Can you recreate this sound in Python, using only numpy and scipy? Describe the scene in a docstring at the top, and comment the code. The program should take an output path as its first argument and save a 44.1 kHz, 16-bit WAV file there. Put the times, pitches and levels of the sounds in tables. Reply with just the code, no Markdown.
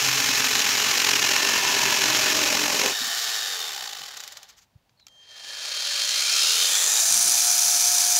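"""A cordless angle grinder fitted with a chainsaw bar cuts a dry log in quiet open air.
First the teeth chatter in the kerf, and their impacts excite the modes of bar and log. The chain breaks
through, races, then coasts against friction until its slack links clack to a stop. The trigger clicks,
the motor drive whines, and a soft start ramps the chain up to full speed. Last, the tip grazes a branch."""
import sys
import numpy as np
from scipy import signal
from scipy.fft import rfft, irfft, next_fast_len
from scipy.io import wavfile
from scipy.ndimage import uniform_filter1d

SR = 44100
rng = np.random.default_rng(int(sys.argv[2]) if len(sys.argv) > 2 else 0)


def inscribe(sig):
    """Save sig as 16-bit PCM at rate SR to the path in sys.argv[1].

    A 1-D sig is mono; a 2-D sig holds one channel per row.
    Samples are clipped to [-1, 1] before scaling.
    """
    pcm = np.round(np.clip(np.atleast_2d(sig).T, -1, 1) * 32767)
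    wavfile.write(sys.argv[1], SR, pcm.astype(np.int16))


N = 361179
TIME = np.arange(N) / SR
# the chain breaks through, the trigger is released, the chain stops, the motor restarts
BREAK_S, RELEASE_S, STOP_S, START_S = 2.88, 3.27, 4.77, 5.16
LOADED_SPEED, TOP_SPEED = 89.8, 119.35  # sprocket in the wood and running free, turns/s
GEAR_RATIO = 2.707  # motor turns per sprocket turn

# snags of the teeth: t/s, half-width/s, loss of speed/(turns/s)
TOOTH_SNAGS = [(1.19, .03, 40), (1.65, .04, 12)]
# bounce of the bar in the kerf: t/s, modulation depth/dB
BAR_BOUNCE = [(0, 2.5), (.92, 2), (1.04, 5), (1.3, 3.5), (1.62, 1), (2.08, 2.5), (2.4, 2.3), (2.56, 3.5),
              (2.88, 2.1)]
# the cut as the kerf deepens: t/s, body level/dB, clatter level/dB, hiss level/dB
CUT_LEVELS = [(0, -39.5, -25.5, -26.5), (1.0, -37.5, -25, -26.8), (1.65, -35.5, -25, -27.5),
              (2.2, -35.5, -24, -26), (2.68, -34.5, -27.5, -28), (2.88, -33.5, -26.5, -27.4)]
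# spectra of the chain cutting, coasting, driven slowly and driven fast: f/Hz, relative level/dB
CUT_SPECTRUM = [(24, -44), (40, -31.5), (110, -12), (165, -14.5), (225, -4), (340, -8), (450, -8),
                (700, -6), (1800, -2), (2600, -1), (6400, -3.5), (9400, -21.5), (11500, -16),
                (15500, -20.5)]
COAST_SPECTRUM = [(59, -61), (100, -33), (330, -27.5), (450, -17), (560, -23), (950, -15), (1200, -5),
                  (2400, -3), (3800, 3), (6900, 1.5), (9300, -12), (11100, -7.5), (15500, -9.5)]
SLOW_SPECTRUM = [(59, -60), (100, -39), (330, -24.5), (560, -13.5), (1000, -14), (1500, -12.5),
                 (2000, -8.5), (4200, 2), (6500, 2.5), (8100, -5.5), (11200, -12), (12200, -14),
                 (15500, -16.5)]
FAST_SPECTRUM = [(59, -43), (100, -32), (330, -34), (600, -23), (800, -15.5), (1060, -17), (2000, -15),
                 (2800, -13), (4200, -5.5), (6000, 6.5), (8060, 0.5), (11000, -3), (12300, -5),
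                 (15500, -6.5)]
# resonances of bar and guard in the same four states: f/Hz, bandwidth/Hz, lift/dB
CUT_PEAKS = [(406, 110, 6), (813, 43, 6.5), (1060, 310, 3), (1500, 75, 3.5), (1753, 130, 5),
             (2170, 120, 2.5), (2533, 290, 5), (2973, 270, 3.5), (4055, 79, 6), (5450, 180, 4),
             (7090, 360, 2), (8400, 430, 2.5), (10400, 460, 2.0), (14100, 540, 1.5)]
COAST_PEAKS = [(793, 170, 11), (1170, 120, 2.8), (1510, 140, 5.1), (1840, 320, 6.8), (3015, 78, 8.5),
               (3470, 44, 3.5), (3750, 96, 5.3), (4500, 270, 3.2), (5380, 670, 2.9), (6900, 320, 1.3),
               (7520, 220, 4.7), (8450, 430, 3.7), (10340, 470, 3.5), (13600, 420, 1.5)]
SLOW_PEAKS = [(590, 34, 3.3), (1227, 93, 6.4), (1444, 190, 7), (1660, 83, 4.4), (2390, 470, 2.9),
              (4280, 380, 4.5), (5120, 280, 2.2), (7140, 390, 2.1), (8540, 400, 2.9), (10300, 210, 4.2),
              (10900, 420, 4.6), (13500, 540, 3.0)]
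FAST_PEAKS = [(1320, 120, 6.4), (1500, 60, 5.9), (1640, 89, 5.5), (2440, 290, 7.7), (3070, 160, 2.9),
              (3600, 110, 6.3), (4470, 120, 2.0), (4850, 470, 2.9), (6010, 420, 5.4), (6700, 360, 1.6),
              (7600, 260, 3.5), (8730, 560, 4.7), (10000, 450, 2.5), (11000, 740, 6.7), (13150, 470, 1.5)]
# modes of the log, shifting as the kerf deepens: first f/Hz, last f/Hz, bandwidth/Hz, relative level/dB
LOG_RESONANCES = [(130.6, 120, 4.7, -54), (280.4, 300, 3.7, -52), (436.3, 320, 18, -48.5)]
# passing modes of the wood: f/Hz, bandwidth/Hz, relative level/dB, share of the cut where loudest
KERF_RESONANCES = [(281, 49, -43.5, 0.12), (132, 28, -45, .03), (2730, 180, -35, .48),
                   (1750, 130, -37.5, 0.59), (399, 30, -44.5, 0.67), (985, 190, -38.5, .62),
                   (131, 8.1, -44.5, 0.704), (628, 17, -50, 0.46), (620, 86, -38.5, 0.844),
                   (305, 21, -39.5, 0.827), (416, 29, -47, 1)]
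# hum of the six-toothed sprocket and the motor: multiple of the sprocket rate, relative level/dB
HUM_ORDERS = [(2.707, -60), (4, -60), (5.414, -52), (6, -41), (7, -50), (8.12, -54), (10.83, -53),
              (12, -52), (14, -55), (19, -50), (20, -51), (27.07, -48)]
# outdoor background: f/Hz, relative level/dB
AIR_SPECTRUM = [(15, -34), (25, -6.5), (49, -9.5), (103, -5.5), (383, -19), (879, -15), (1240, -22),
                (4380, -24.5), (9770, -35), (15000, -33)]
# knocks of wood and handling: t/s, f/Hz, bandwidth/Hz, decay time/s, level/dB
KNOCKS = [(2.83, 540, 140, 0.024, -32.5), (3.006, 250, 91, 0.035, -45.5), (4, 170, 149, 0.013, -57),
          (4.735, 151, 200, .006, -70), (7.101, 230, 150, 0.054, -52), (7.241, 260, 260, 0.041, -49.5)]
# bar modes while coasting: f/Hz, bandwidth/Hz, relative level/dB, speed where loudest/(turns/s)
COAST_RESONANCES = [(1826, 180, -43, 113), (3690, 170, -38, 90), (850, 140, -46, 66), (610, 44, -63, 25)]
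# impacts of slack chain and trigger: t/s, relative level/dB, treble gain/dB, decay time/s
CLACK_EVENTS = [(4.1707, -30, 6, 0.0023), (4.2025, -28, 3, 0.0027), (4.236, -32, 3, .004),
                (4.2765, -30.5, 4, 0.0025), (4.3216, -35, 3.5, .004), (4.37, -29.5, 0, 0.0028),
                (4.43, -35, 5, 0.0021), (4.8933, -49, -19, .002), (4.997, -47, -9, .003),
                (5.067, -28.5, -4.5, .0014), (5.082, -39, -2, .0016)]
# spectrum of clacks and scrapes: f/Hz, relative level/dB
CONTACT_SPECTRUM = [(180, -48), (300, -26), (700, -17), (1370, -2.5), (2700, -3), (4400, -0.5), (6200, 1.5),
                    (7200, -0.5), (9600, -19), (12000, -10), (15000, -15)]
# the last links dragging round the bar: t/s, half-width/s, relative level/dB
LINK_DRAGS = [(4.498, 0.013, -47.5), (4.585, 0.014, -53), (4.627, 0.017, -58)]
# switching whine of the soft start: t/s, level/dB
WHINE_LEVELS = [(5.075, -65), (5.2, -53), (5.45, -46.5), (6.1, -34.5), (6.42, -35.5), (7.0, -62)]
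# the driven chain: speed/(turns/s), body level/dB, clatter level/dB, hiss level/dB
DRIVEN_LEVELS = [(1, -71, -69, -72), (6.03, -70.5, -58.5, -69), (20, -55.5, -41, -47),
                 (38.3, -52, -31.5, -37), (80, -48, -25.5, -25.5), (107, -42.5, -28.5, -25.5),
                 (123.7, -49, -28, -21)]
# bands of the chain's noise that swell and sink in pitch as the saw speeds up:
# f/Hz, bandwidth/Hz, level/dB, speed where loudest/(turns/s)
DRIVEN_NOISE_BANDS = [(1717, 150, -47, 25), (575, 90, -53, 45), (1740, 130, -45, 46), (4350, 450, -32, 49),
                      (1390, 170, -41, 74), (3700, 180, -30, 86), (5160, 360, -30, 80),
                      (1820, 180, -39, 104), (7160, 1000, -26, 106.2)]
# teeth flicking the branch: t/s, level/dB
GRAZE_LEVELS = [(7.03, -47), (7.11, -24), (7.2, -29.5), (7.28, -26), (7.34, -31), (7.45, -55)]
# peak and dip of the microphone's response: f/Hz, bandwidth/Hz, lift/dB
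MICROPHONE_RESPONSE = [(7040, 1200, 1.5), (8000, 420, -3)]


def amp(db):
    """Amplitude ratio of a level in decibels."""
    return 10 ** (np.asarray(db) / 20)


def unit_rms(x):
    """Normalisation to an rms of 1."""
    return x / np.sqrt(np.mean(x ** 2) + 1e-20)


def curves(rows):
    """Linear interpolation in time of each column after the first."""
    times, *columns = np.transpose(rows)
    return [np.interp(TIME, times, column) for column in columns]


def gate(start, end, fade):
    """A window of unit height from start to end, fading outside them."""
    return np.sqrt(np.clip(1 - np.maximum(start - TIME, TIME - end) / fade, 0, 1))


def bell(control, centre, spread):
    """A Gaussian of unit height, falling to 1/e at one spread from the centre."""
    return np.exp(-((control - centre) / spread) ** 2)


def drift(cutoff_hz):
    """Random fluctuation: low-passed noise of rms 1."""
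    count = N // 32
    hz = np.fft.rfftfreq(count, TIME[-1] / count)
    slow = irfft(rfft(rng.standard_normal(count)) / (1 + (hz / cutoff_hz) ** 4), count)
    return np.interp(TIME, np.linspace(0, TIME[-1], count), unit_rms(slow))


def swell(turns, depth_db):
    """Amplitude modulation at one cycle per turn."""
    return amp(depth_db * np.cos(2 * np.pi * turns))


def impacts(per_s, spread_db, rub):
    """Shot noise of uneven impacts, plus Gaussian noise for smooth rubbing."""
    size = amp(spread_db * np.minimum(rng.exponential(1, N), 3))
    hits = size * rng.choice([-1, 1], N) * (rng.random(N) < per_s / SR)
    return unit_rms(hits) + rub * rng.standard_normal(N)


def coloured(x, spectrum, peaks=()):
    """A minimum-phase filter of unit power gain: resonance peaks on a broad spectral envelope."""
    hz = np.fft.rfftfreq(4096, 1 / SR)
    f, level = np.transpose(spectrum)
    db = np.interp(np.log(hz + 1), np.log(f + 1), level)
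    for centre, width, lift in peaks:
        db = db + lift / (1 + (2 * (hz - centre) / width) ** 2)
    log_gain = np.log(amp(np.r_[db, db[-2:0:-1]]))
    taps = np.fft.ifft(np.exp(np.conj(signal.hilbert(log_gain)))).real[:len(hz)]
    return signal.oaconvolve(x, taps / np.linalg.norm(taps))[:N]


def resonate(x, hz, width):
    """Forced response of a double-pole resonator whose frequency may move, scaled to rms 1."""
    carrier = np.exp(2j * np.pi * np.cumsum(hz * np.ones(len(x))) / SR)
    pole = np.exp(-np.pi * width / SR)
    baseband = signal.lfilter([1], [1, -2 * pole, pole * pole], x / carrier + 1e-18)
    return unit_rms((carrier * baseband).real)


def gliding_bands(x, bands, control, spread, sink):
    """Band-pass filtering: each band of x swells and glides as the control passes its place."""
    out = np.zeros(N)
    for hz, width, db, place in bands:
        glide = 1 - sink * np.tanh((control - place) / spread)
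        out += amp(db) * bell(control, place, spread) * resonate(x, hz * glide, width)
    return out


def band_levels(x, levels_db):
    """Gain control in three bands: body below 1 kHz, clatter up to 5 kHz, hiss above."""
    size = next_fast_len(N, True)
    hz, spectrum = np.fft.rfftfreq(size, 1 / SR), rfft(x, size)
    body, below_hiss = 1 / (1 + (hz / 1000) ** 8), 1 / (1 + (hz / 5000) ** 8)
    out = np.zeros(N)
    for share, db in zip((body, below_hiss - body, 1 - below_hiss), levels_db):
        band = irfft(spectrum * share, size)[:N]
        running_rms = np.sqrt(abs(uniform_filter1d(band ** 2, size=9000)) + 1e-12)
        out += band * amp(db) / running_rms
    return out


def sprocket_speed(race_s=.12, braking_power=1.43, ramp_turns_per_s2=61, settle_s=.16):
    """Rotation in turns/s: loaded by wood, relaxing upward, braked by friction, then ramped up."""
    loaded = LOADED_SPEED - sum(loss * bell(TIME, s, length) for s, length, loss in TOOTH_SNAGS)
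    powered = TOP_SPEED + (loaded - TOP_SPEED) * np.exp(-np.maximum(TIME - BREAK_S, 0) / race_s)
    braked = TOP_SPEED * np.clip((STOP_S - TIME) / (STOP_S - RELEASE_S), 0, 1) ** braking_power
    ramp, last_stretch = ramp_turns_per_s2 * (TIME - START_S), ramp_turns_per_s2 * settle_s
    knee = TOP_SPEED - last_stretch
    settling = last_stretch * (1 - np.exp(-np.maximum(ramp - knee, 0) / last_stretch))
    speed = np.where(TIME < START_S, np.minimum(powered, braked), np.minimum(ramp, knee) + settling)
    return np.maximum(speed, .1) * (1 + .001 * drift(12))


def cutting(turns, log_fade_db=22.5):
    """Impact excitation: teeth drive bar and log, the bar bouncing every second sprocket turn."""
    progress = np.minimum(TIME / BREAK_S, 1)
    bounce_db = curves(BAR_BOUNCE)[0] * np.cos(2 * np.pi * (turns / 2 + 0.071 * drift(40)))
    tearing = impacts(4200, spread_db=3., rub=0.59) * amp(1.1 * drift(130))
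    bites = tearing * amp(bounce_db)
    body, clatter, hiss = curves(CUT_LEVELS)
    levels_db = (body + bounce_db, clatter + 1.19 * bounce_db, hiss + 0.68 * bounce_db)
    teeth = band_levels(coloured(tearing, CUT_SPECTRUM, CUT_PEAKS), levels_db)
    boom = sum(amp(db) * resonate(bites, first + (last - first) * progress ** 2, width)
               for first, last, width, db in LOG_RESONANCES)
    boom *= amp(-log_fade_db * progress ** 6)  # dies as the log is cut through
    kerf = gliding_bands(bites, KERF_RESONANCES, progress, spread=.13, sink=0.041)
    return (teeth + boom + kerf) * gate(0, BREAK_S, fade=0.06)


def drive_hum(speed, turns):
    """Rotational orders: sprocket and motor give tones that grow steeply with speed."""
    hum = sum(amp(db + 2.0 * drift(10)) * np.sin(2 * np.pi * (order * turns + rng.random()))
              for order, db in HUM_ORDERS)
    return hum * (speed / TOP_SPEED) ** 12 * np.where(TIME > START_S, amp(2.0), amp(-4.5))


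def open_air(db=-69.5):
    """Ambient noise: stationary, and strongest at low frequencies."""
    return amp(db) * coloured(rng.standard_normal(N), AIR_SPECTRUM)


def thuds():
    """Damped resonance: each knock of wood or handling excites one low, quickly dying mode."""
    out = np.zeros(N)
    for s, hz, width, decay, db in KNOCKS:
        on = abs(TIME - s) < .5
        age = np.maximum(TIME[on] - s, 0) / decay
        envelope = amp(db) * np.sqrt(age) * np.exp(1 - age)
        out[on] += envelope * resonate(rng.standard_normal(len(age)), hz, width)
    return out


def guard_drone(speed, turns, centre_hz=450, width_hz=130):
    """Forced vibration: out of the wood, sprocket and motor orders sweep through the guard's resonance."""
    out = np.zeros(N)
    for order in (GEAR_RATIO, 4, 5, 2 * GEAR_RATIO, 6):
        detuning = 2 * (order * speed - centre_hz) / width_hz
        out += np.sin(2 * np.pi * order * turns + 0.39 * drift(17)) / (1 + detuning ** 2)
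    return out * amp(-51.5) * bell(speed, centre=94, spread=30) * (TIME > BREAK_S)


def coasting(speed, turns, hang_speed=22):
    """Modulated impact noise: loose links slap the bar once a turn and hang quiet at a crawl."""
    slaps = turns - np.interp(STOP_S, TIME, turns) - .1
    slap_db = np.interp(speed, [25, 55, 110], [2.2, 4.4, 1.6])
    links = impacts(500 + 34 * speed, spread_db=1.5, rub=0.4) * swell(slaps, slap_db)
    halvings = np.log2(TOP_SPEED / speed)
    levels_db = (-45.5 - 4.5 * halvings, -30 - 7 * halvings, -31.5 - 9 * halvings)
    rattle = band_levels(coloured(links, COAST_SPECTRUM, COAST_PEAKS), levels_db)
    bar = gliding_bands(links, COAST_RESONANCES, speed, spread=20, sink=-0.024)
    attenuation = (1 + (hang_speed / speed) ** 4) ** 0.18
    return (rattle + bar) / attenuation * gate(BREAK_S + 0.05, STOP_S, fade=0.036)


def clacks(rise_s=0.00099, ring_ratio=4, ring_db=-15):
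    """Impact transients of slack chain and trigger: a burst of contact, then a weaker, slower decay."""
    force, edge = np.zeros((2, N))
    for s, db, treble_db, decay in CLACK_EVENTS:
        age = np.maximum(TIME - s, 0)
        dying = np.exp(-age / decay) + amp(ring_db) * np.exp(-age / (ring_ratio * decay))
        blow = amp(db) * (1 - np.exp(-(age / rise_s) ** 2)) * dying
        force += blow
        edge += blow * amp(treble_db)
    contact = rng.standard_normal(N)
    dull = uniform_filter1d(contact, size=5)
    return amp(-1) * coloured(force * dull + edge * (contact - dull), CONTACT_SPECTRUM)


def drags():
    """Sliding friction: the last links scrape softly round the steel bar."""
    pressure = sum(amp(db) * bell(TIME, s, length) for s, length, db in LINK_DRAGS)
    return coloured(pressure * rng.standard_normal(N), CONTACT_SPECTRUM)


def bump(s=4.762, hz=105, length=0.0054, db=-43):
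    """A Gaussian tone pulse of about one cycle, heard as a soft low bump."""
    return amp(db) * np.sin(2 * np.pi * hz * (TIME - s)) * bell(TIME, s, length)


def trigger_squeak(s=5.015, length=0.033, hz=4100, fall_hz_per_s=7000, width_hz=280, db=-61):
    """Friction excites a faint, falling resonance as the trigger is squeezed."""
    pitch = hz - fall_hz_per_s * np.clip(TIME - s, -length, length)
    return amp(db) * bell(TIME, s, length) * resonate(rng.standard_normal(N), pitch, width_hz)


def switching_whine(speed, hz=3175):
    """Periodic switching in the motor drive gives a tone and its octave, with slight phase jitter."""
    phase = 2 * np.pi * hz * TIME + speed / TOP_SPEED * .7 * drift(30)
    tone = np.sqrt(2) * (np.sin(phase) + amp(-14) * np.sin(2 * phase))
    level_db = curves(WHINE_LEVELS)[0] + 1.9 * drift(18)
    return tone * amp(level_db) * gate(WHINE_LEVELS[0][0], WHINE_LEVELS[-1][0], fade=.01)


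def running_up(speed, turns):
    """Impact noise of the free chain brightens with speed; near the top the motor's turns modulate it."""
    fast = np.clip((speed - 76) / 38, 0, 1)
    links = impacts(300 + 26 * speed, spread_db=.5, rub=0.57) * amp(0.72 * drift(105))
    links *= swell(turns, np.interp(speed, [25, 60, 115], [.6, 2.3, 1.1]))
    links *= swell(GEAR_RATIO * turns, .78 * fast)
    rattle = (1 - fast) * coloured(links, SLOW_SPECTRUM, SLOW_PEAKS)
    rattle += fast * coloured(links, FAST_SPECTRUM, FAST_PEAKS)
    speeds, *bands = np.transpose(DRIVEN_LEVELS)
    rattle = band_levels(rattle, [np.interp(np.log(speed), np.log(speeds), db) for db in bands])
    noise = rng.standard_normal(N)
    sinking_bands = gliding_bands(noise, DRIVEN_NOISE_BANDS, speed, spread=13.7, sink=0.053)
    return (rattle + sinking_bands) * gate(START_S, TIME[-1], fade=0.089)


def gear_whirr(speed, order=34.6, db=-32):
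    """Narrow-band gear noise during the ramp, its frequency proportional to the speed."""
    whirr = resonate(rng.standard_normal(N), order * speed, width=280)
    return amp(db) * bell(speed, centre=93, spread=30) * whirr * (TIME > START_S)


def graze(turns, hz=8900, width_hz=1000, tail_turns=0.081):
    """Periodic excitation: the tip flicks the bark every second sprocket turn with a bright rasp."""
    age_turns = turns % 2
    flicks = rng.standard_normal(N) * np.sqrt(age_turns) * np.exp(-age_turns / tail_turns)
    touching = gate(GRAZE_LEVELS[0][0], GRAZE_LEVELS[-1][0], fade=.02)
    return amp(curves(GRAZE_LEVELS)[0]) * resonate(flicks, hz, width_hz) * touching


def scene():
    """Superposition of all sources; one shaft speed governs chain and motor."""
    speed = sprocket_speed()
    turns = np.cumsum(speed) / SR
    air = open_air()
    chain = cutting(turns) + coasting(speed, turns) + running_up(speed, turns) + graze(turns)
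    contacts = clacks() + drags() + trigger_squeak() + thuds() + bump()
    drive = drive_hum(speed, turns) + gear_whirr(speed) + switching_whine(speed)
    return (chain + drive + guard_drone(speed, turns) + contacts + air)[None]


def record(dry, cutoff_hz=15750):
    """Linear filtering: the microphone's response, then a steep low-pass."""
    heard = coloured(dry[0], [(20, 0), (20000, 0)], MICROPHONE_RESPONSE)
    low_pass = signal.firwin(611, cutoff_hz, window=("kaiser", 9), fs=SR)
    return signal.oaconvolve(heard, low_pass, "same")[None]


dry = scene()
out = record(dry)
inscribe(out)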